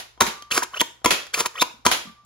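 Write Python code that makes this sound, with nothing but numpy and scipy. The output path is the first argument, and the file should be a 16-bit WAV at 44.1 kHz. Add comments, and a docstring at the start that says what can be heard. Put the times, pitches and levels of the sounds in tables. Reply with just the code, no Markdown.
"""Foam dart blaster, three shots

A spring-powered foam dart blaster, a metre from a phone in a living room, is fired three times and primed by hand
between shots. Shot: trigger tick, plunger noise burst, slam of ringing body modes, low puff, dart smear across the
room. Prime: gliding squeaks and grainy scrape back, latch, squeaks forward, knock shut. A dart impact already dies
away at the start; soft thuds, a faint spring tone, steady air noise, appliance hum and a noise-tail room complete it.
"""
import sys
import numpy as np
from scipy import signal
from scipy.fft import rfft, irfft
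from scipy.io import wavfile
from scipy.ndimage import uniform_filter1d

SR = 44100
rng = np.random.default_rng(int(sys.argv[2]) if len(sys.argv) > 2 else 0)


def wav_record(signal):
    """Record a signal, one row per channel, as 16-bit PCM in the file named by sys.argv[1]."""
    frames = np.transpose(np.atleast_2d(signal))
    bounded = np.clip(frames, -1, 1)
    # unit amplitude maps onto the largest positive 16-bit level
    quanta = np.round(bounded * 32767).astype(np.int16)
    wavfile.write(sys.argv[1], SR, quanta)


def amplitude_ratio(level_db):
    """Convert a level in decibels to the matching linear amplitude (field) ratio."""
    exponent = np.asarray(level_db, float) / 20
    return 10 ** exponent


N = 99225
T = np.arange(N) / SR

# plunger let go, rattling down its tube: t/s, level/dB, length/s
RUSHES = [(0.2041, -9, 0.0071), (1.043, -18, 0.0088), (1.8502, -18.5, .009)]


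def on_log(points, hz):
    """Read (f/Hz, value) points on a log-frequency axis."""
    p = np.array(points)
    return np.interp(np.log(np.maximum(hz, 1)), np.log(p[:, 0]), p[:, 1])


def colour(x, points):
    """Filter by (f/Hz, gain/dB) points, scaled so white noise keeps its level."""
    gain = amplitude_ratio(on_log(points, np.fft.rfftfreq(len(x), 1 / SR)))
    return irfft(rfft(x) * gain / np.sqrt(np.mean(gain ** 2)), len(x))


def curve(tables, cols=(1,)):
    """Gain from the summed dB columns of (t/s, dB, ..) tables, silent between them."""
    total = np.zeros(N)
    for table in tables:
        points = np.array(table)
        level_db = np.interp(T, points[:, 0], points[:, list(cols)].sum(axis=1))
        edge_s = np.minimum(T - points[0, 0], points[-1, 0] - T)
        total += amplitude_ratio(level_db) * np.clip(edge_s / 0.00067, 0, 1)
    return total


def fall(t, t60):
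    """Silent before 0, then exponential decay, 60 dB down in t60."""
    return (t >= 0) * np.exp(-np.log(1000) * np.maximum(t, 0) / t60)


def grit(unevenness):
    """Noise of uneven grains, rms 1: its dB gain follows smoothed exponential noise."""
    grains = uniform_filter1d(rng.exponential(size=N), size=12)
    x = rng.standard_normal(N) * amplitude_ratio(unevenness * grains * 1.15)
    return x / np.std(x)


def pair(mid, side):
    """Left and right diffuse sound from two noises, as alike as each pitch range is."""
    # diffuse sound: f/Hz, likeness of the ports
    alike = [(60, 0.94), (250, 0.37), (700, 0.13), (3000, 0.13), (6000, 0.17), (9000, 1), (16000, 0.39)]
    c = np.clip(on_log(alike, np.fft.rfftfreq(N, 1 / SR)), 0, 1)
    mid, side = rfft(mid) * np.sqrt(1 + c), rfft(side) * np.sqrt(1 - c)
    return irfft(np.array([mid + side, mid - side]), N) / np.sqrt(2)


def darts():
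    """Dart impact across the room: a tick over a held, then decaying smear from nearby surfaces."""
    # landings, the first just before the start: t/s, level/dB
    landings = [(-.03, -26.5), (.266, -29.5), (1.1064, -19), (1.914, -20)]
    # impact spectrum: f/Hz, gain/dB
    spectrum = [(150, -11.5), (600, -1), (1300, -2), (2100, -1), (3200, -2.5), (6500, -9), (10700, -2),
                (16500, -17.5)]
    hold_s, smear_t60_s = 0.0086, 0.15
    tick_db, tick_t60_s = -5, 0.029
    shape = np.zeros(N)
    for s, db in landings:
        smear = (T >= s) * np.where(T < s + hold_s, 1, fall(T - s - hold_s, smear_t60_s))
        tick = amplitude_ratio(tick_db) * fall(T - s, tick_t60_s)
        shape += amplitude_ratio(db) * (smear + tick)
    return shape * pair(colour(grit(4.5), spectrum), colour(grit(4.3), spectrum))


def air():
    """Steady diffuse noise of the room air, partly alike in the two ports."""
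    # air spectrum: f/Hz, gain/dB
    spectrum = [(15, -21.5), (25, 25.5), (127, -18.5), (439, -18), (1100, -13.5), (1740, -26), (5880, -26),
                (8360, -38), (10700, -29.5), (16000, -47)]
    level_db = -54
    noise = pair(*rng.standard_normal((2, N)))
    return amplitude_ratio(level_db) * np.array([colour(c, spectrum) for c in noise])


def hum():
    """Appliance drone: steady sines."""
    # drone tones: f/Hz, level/dB
    tones = [(67, -64.5), (120, -67.5)]
    return sum(amplitude_ratio(db) * np.sin(2 * np.pi * hz * T) for hz, db in tones)


def room(x):
    """Reverberation: convolution with a noise tail whose decay depends on pitch."""
    # decay: f/Hz, t60/s
    decay = [(100, 0.34), (1000, 0.36), (5000, 0.36), (15000, 0.3)]
    # tail spectrum: f/Hz, gain/dB
    spectrum = [(60, -4.5), (250, 6.5), (1000, 5.5), (4000, 7), (15000, 3)]
    level_db, gap_s = -15.5, 0.0049
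    f, t, z = signal.stft(pair(*rng.standard_normal((2, N))), SR, nperseg=256)
    z = z * fall(t, on_log(decay, f)[:, None]) * amplitude_ratio(on_log(spectrum, f))[:, None]
    tail = signal.istft(z, SR, nperseg=256)[1][:, :SR]
    tail = tail * np.clip(T[:SR] / gap_s - 0.5, 0, 1)  # fades in from 0.5 to 1.5 gaps
    tail = tail / np.sqrt(np.sum(tail ** 2) / 2)
    return amplitude_ratio(level_db) * signal.fftconvolve(x, tail, axes=1)[:, :N]


def knocks():
    """Each blow rings the body modes nearest its spot, a little differently each time, with a short crack."""
    # plastic body modes: f/Hz, level/dB before spot weighting, t60/s
    modes = np.array([(95, -7, 0.028), (248.2, -25, 0.12), (367, -10, .035), (496, -17.5, 0.045),
                      (700, -19, 0.037), (958, -3.5, 0.025), (1275, -10, 0.015), (1490, -13.5, .018),
                      (2100, -14.5, 0.025), (2615, -27.5, .012), (3250, -9, 0.06), (4300, -13, .015),
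                      (5800, -10, .015), (6500, -15, .015)])
    # blows: t/s, level/dB, favoured pitch of the spot/Hz, crack against ring/dB
    blows = [(.177, -38.5, 780, -31), (0.2165, -7.5, 1080, -4.5), (.221, -7, 308, -5),
             (0.423, -30, 4500, -6), (0.55, -48, 1230, -6), (.5775, -12, 1273, 2), (0.58, -12, 410, -20.5),
             (0.633, -26.5, 5140, 6.5), (0.8126, -18, 1500, 12), (.816, -9.5, 700, -18),
             (1.018, -45, 805, -21), (1.059, -2.5, 869, -3.5), (1.0627, -5.5, 300, -11.5),
             (1.267, -39, 4500, 4), (1.376, -21.5, 520, -9.5), (1.405, -14, 980, -1.5),
             (1.407, -14, 403, -3.5), (1.46, -28, 5500, 10.5), (1.6225, -7.5, 1026, -2.5),
             (1.626, -16.5, 500, 2), (1.864, -4.5, 1000, -1), (1.868, -7, 305, -4.5)]
    # crack spectrum: f/Hz, gain/dB
    crack_spectrum = [(150, -24), (600, -16.5), (1500, 3), (4000, -6), (7000, -1.5), (11000, -0.5),
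                      (16500, -13)]
    detune, spread_db, spot_db_per_octave = 0.03, 2.0, 7
    crack_t60_s, crack_rise_s = 0.015, 0.00036
    size = 8192
    out, t = np.zeros(N + size), np.arange(size) / SR
    for s, db, spot_hz, crack_db in blows:
        a, b = rng.standard_normal((2, len(modes), 1))
        hz = modes[:, :1] * (1 + detune * a)
        mode_db = modes[:, 1:2] + spread_db * b - spot_db_per_octave * np.abs(np.log2(hz / spot_hz))
        ring = np.sum(amplitude_ratio(mode_db) * np.sin(2 * np.pi * hz * t) * fall(t, modes[:, 2:]), axis=0)
        crack = colour(rng.standard_normal(size), crack_spectrum)
        crack = crack * fall(t, crack_t60_s) * np.minimum(t / crack_rise_s, 1)
        i = int(s * SR)
        out[i:i + size] += amplitude_ratio(db) * (ring + amplitude_ratio(crack_db) * crack)
    return out[:N]


def rushes():
    """Plunger rush: gritty burst that swells fast and stops at the slam."""
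    # rush spectrum: f/Hz, gain/dB
    spectrum = [(150, -20), (500, -4), (1300, -1), (2500, -13.5), (5500, -11.5), (10500, -6.5),
                (16500, -24.5)]
    rise_s, stop_t60_s = 0.006, 0.01
    shape = np.zeros(N)
    for s, db, length_s in RUSHES:
        end = s + length_s
        swell = np.clip((T - s) / rise_s, 0, 1)
        shape += amplitude_ratio(db) * swell * np.where(T < end, 1, fall(T - end, stop_t60_s))
    return shape * colour(grit(3.9), spectrum)


def puffs():
    """Air leaving the barrel: low decaying sines after each shot."""
    # puff tones: f/Hz, level/dB, t60/s
    tones = [(57.4, -32.5, 0.3), (95, -23.5, 0.064)]
    delay_s = 0.01
    out = np.zeros(N)
    for s, _, _ in RUSHES:
        t = T - s - delay_s
        for hz, db, t60 in tones:
            out += amplitude_ratio(db) * fall(t, t60) * np.sin(2 * np.pi * hz * t)
    return out


def thuds():
    """Round low bumps: decaying sines that swell for a few ms."""
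    # likely the dart or a hand bumping something padded: t/s, level/dB, f/Hz
    bumps = [(.275, -25.5, 210), (.425, -57, 251.3), (1.12, -26, 186), (1.739, -44.5, 230),
             (1.79, -50, 253), (2.052, -36.5, 231), (2.071, -32, 195.6), (2.094, -36, 209),
             (2.121, -47, 205.4), (2.234, -54.5, 190)]
    rise_t60_s, t60_s = 0.0029 * 7, 0.054
    out = np.zeros(N)
    for s, db, hz in bumps:
        t = T - s
        out += amplitude_ratio(db) * (1 - fall(t, rise_t60_s)) * fall(t, t60_s) * np.sin(2 * np.pi * hz * t)
    return out


def spring():
    """Faint ring of a spring: a thin tone whose level wavers."""
    # ring, one table per stretch: t/s, rms level/dB
    stretches = [
        [(.28, -58), (.36, -53), (.43, -49.5), (.52, -61)],
        [(2.07, -53.5), (2.1, -55.5), (2.15, -67.5), (2.2, -56), (2.25, -71.5)],
    ]
    tone_hz, waver_db = 1175, 1.2
    waver = uniform_filter1d(uniform_filter1d(rng.standard_normal(N), size=500), size=500)
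    level = curve(stretches) * amplitude_ratio(waver_db * waver / np.std(waver))
    return np.sqrt(2) * level * np.sin(2 * np.pi * tone_hz * T)


def slide():
    """Rough gliding stick-slip tones over grainy scraping and a duller rub of the rails."""
    # scraping, one table per stroke: t/s, treble level/dB, mid against treble/dB
    strokes = [
        [(0.505, -49, 1), (0.517, -25.5, -20), (0.533, -30.5, -9.5), (0.553, -26, -8), (0.561, -29.5, -3),
         (0.575, -24.5, -5), (0.621, -47, 3), (0.635, -25.5, -15), (0.65, -52, 11)],
        [(0.72, -63.5, 6.5), (0.774, -42, 6), (0.788, -53, -4), (0.81, -18, -22)],
        [(1.33, -61, 12), (1.342, -24.5, -19), (1.362, -39, 0.5), (1.406, -21.5, -7.5), (1.422, -38, 0),
         (1.436, -40, -13.5), (1.452, -47.5, 15.5), (1.462, -24, -9), (1.475, -41, -5)],
        [(1.54, -60.5, 7), (1.592, -46.5, 7.5), (1.606, -37, -30), (1.62, -14.5, -8)],
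    ]
    # scrape spectrum: f/Hz, gain/dB
    scrape_spectrum = [(1500, -12), (2500, -8), (3900, -11), (6500, -7), (10600, -4), (16500, -17.5)]
    # rub spectrum: f/Hz, gain/dB
    rub_spectrum = [(150, -42), (300, -27.5), (450, -4), (750, -10.5), (1250, 0.5), (2000, -11),
                    (3500, -24)]
    # squeaks: t/s, length/s, start f/Hz, end f/Hz, level/dB
    squeaks = [(.511, 0.0068, 3200, 3250, -23.5), (.512, 0.0017, 1570, 1670, -20),
               (0.518, 0.01, 2310, 3050, -22.5), (.516, 0.002, 4100, 4500, -21.5),
               (0.623, 0.0099, 852, 1070, -22), (0.621, 0.0049, 1530, 1580, -25),
               (0.735, 0.0071, 1038, 1120, -33.5), (0.741, 0.0096, 2950, 3100, -34),
               (0.744, 0.0068, 1307, 1660, -30), (0.766, 0.019, 2530, 3080, -31),
               (.798, 0.0062, 3160, 3250, -19.5), (0.808, 0.0017, 3230, 3630, -10),
               (1.337, 0.0079, 3160, 3250, -28.5), (1.338, 0.0065, 1390, 1790, -27),
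               (1.341, 0.011, 2080, 2910, -22.5), (1.342, 0.0048, 4300, 4580, -25.5),
               (1.452, 0.014, 850, 1080, -24.5), (1.554, 0.0062, 1016, 1240, -36),
               (1.557, 0.0074, 2820, 3600, -39.5), (1.56, 0.019, 1864, 2020, -41),
               (1.577, 0.0081, 2100, 2850, -34), (1.584, 0.011, 2870, 3270, -35),
               (1.596, 0.013, 3520, 3575, -26.5), (1.609, 0.013, 3774, 3530, -22.5),
               (1.619, 0.0025, 4190, 3790, -19)]
    scrape_db, rub_db = 1, -0.5
    rough_db, octave_db, jitter = 0.35 * 6, -22, 0.025
    scrape = amplitude_ratio(scrape_db) * curve(strokes) * colour(grit(7), scrape_spectrum)
    rub = amplitude_ratio(rub_db) * curve(strokes, cols=(1, 2)) * colour(grit(2.5), rub_spectrum)
    out = scrape + rub
    slow = uniform_filter1d(rng.standard_normal((2, N)), size=40, axis=1)
    flutter, wobble = slow / np.std(slow, axis=1, keepdims=True)
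    for s, length_s, hz0, hz1, db in squeaks:
        u = np.clip((T - s) / length_s, 0, 1)
        hz = (u > 0) * (hz0 + (hz1 - hz0) * u) * (1 + jitter * wobble)
        phase = 2 * np.pi * np.cumsum(hz) / SR
        tone = np.sin(phase) + amplitude_ratio(octave_db) * np.sin(2 * phase)
        out += amplitude_ratio(db) * np.sin(np.pi * u) ** 0.43 * amplitude_ratio(rough_db * flutter) * tone
    return out


def left_port(x):
    """Phase shift of the left port, varying with pitch."""
    # f/Hz, left port lead/rad
    lead = [(0, 1), (780, -0.5), (1030, -6.5), (1640, -4.5), (2840, -8), (5940, -4), (6890, -4.5),
            (8870, -1.5), (10400, 0), (11500, 1.5), (13900, 1.5), (16500, 10.5)]
    radians = np.interp(np.fft.rfftfreq(2 * N, 1 / SR), *np.array(lead).T)
    return irfft(rfft(x, 2 * N) * np.exp(1j * radians))[:N]


def scene():
    """Sum direct sources, room reply, air, puffs and hum; shift the left port and set the balance."""
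    body_low_hz, shot_s, pan_db = 140, 0.03, -0.44
    shot_wet_db, slide_wet_db, dart_wet_db = 7, -2, 9  # room sends
    high = signal.butter(2, body_low_hz, "high", fs=SR)
    far = darts()
    gun = signal.lfilter(*high, knocks() + rushes() + thuds())
    hand = spring() + slide()
    shot = sum((T >= s) * (T < s + shot_s) for s, _, _ in RUSHES)
    sent = gun * amplitude_ratio(shot_wet_db * shot) + amplitude_ratio(slide_wet_db) * hand + amplitude_ratio(dart_wet_db) * far
    left, right = gun + hand + far + room(sent) + air() + puffs() + hum()
    return np.array([left_port(left) * amplitude_ratio(pan_db / 2), right * amplitude_ratio(-pan_db / 2)])


def band_limit(x):
    """A steep low-pass at the top of the band."""
    return signal.sosfilt(signal.butter(12, 16990, fs=SR, output="sos"), x)


def record(dry):
    """Microphone colour, then a soft tanh ceiling."""
    # microphone response: f/Hz, gain/dB
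    response = [(20, -46.5), (60, -6.5), (150, 0), (7400, 3.5), (8450, -10.5), (9600, -7), (12300, -5),
                (13400, -11.5), (14500, 1.5), (16000, -5.5), (17000, -38.5)]
    heard = np.array([colour(c, response) for c in dry])
    mix = np.tanh(heard * 0.88) / 0.73
    return band_limit(mix)


dry = scene()
out = record(dry)
wav_record(out)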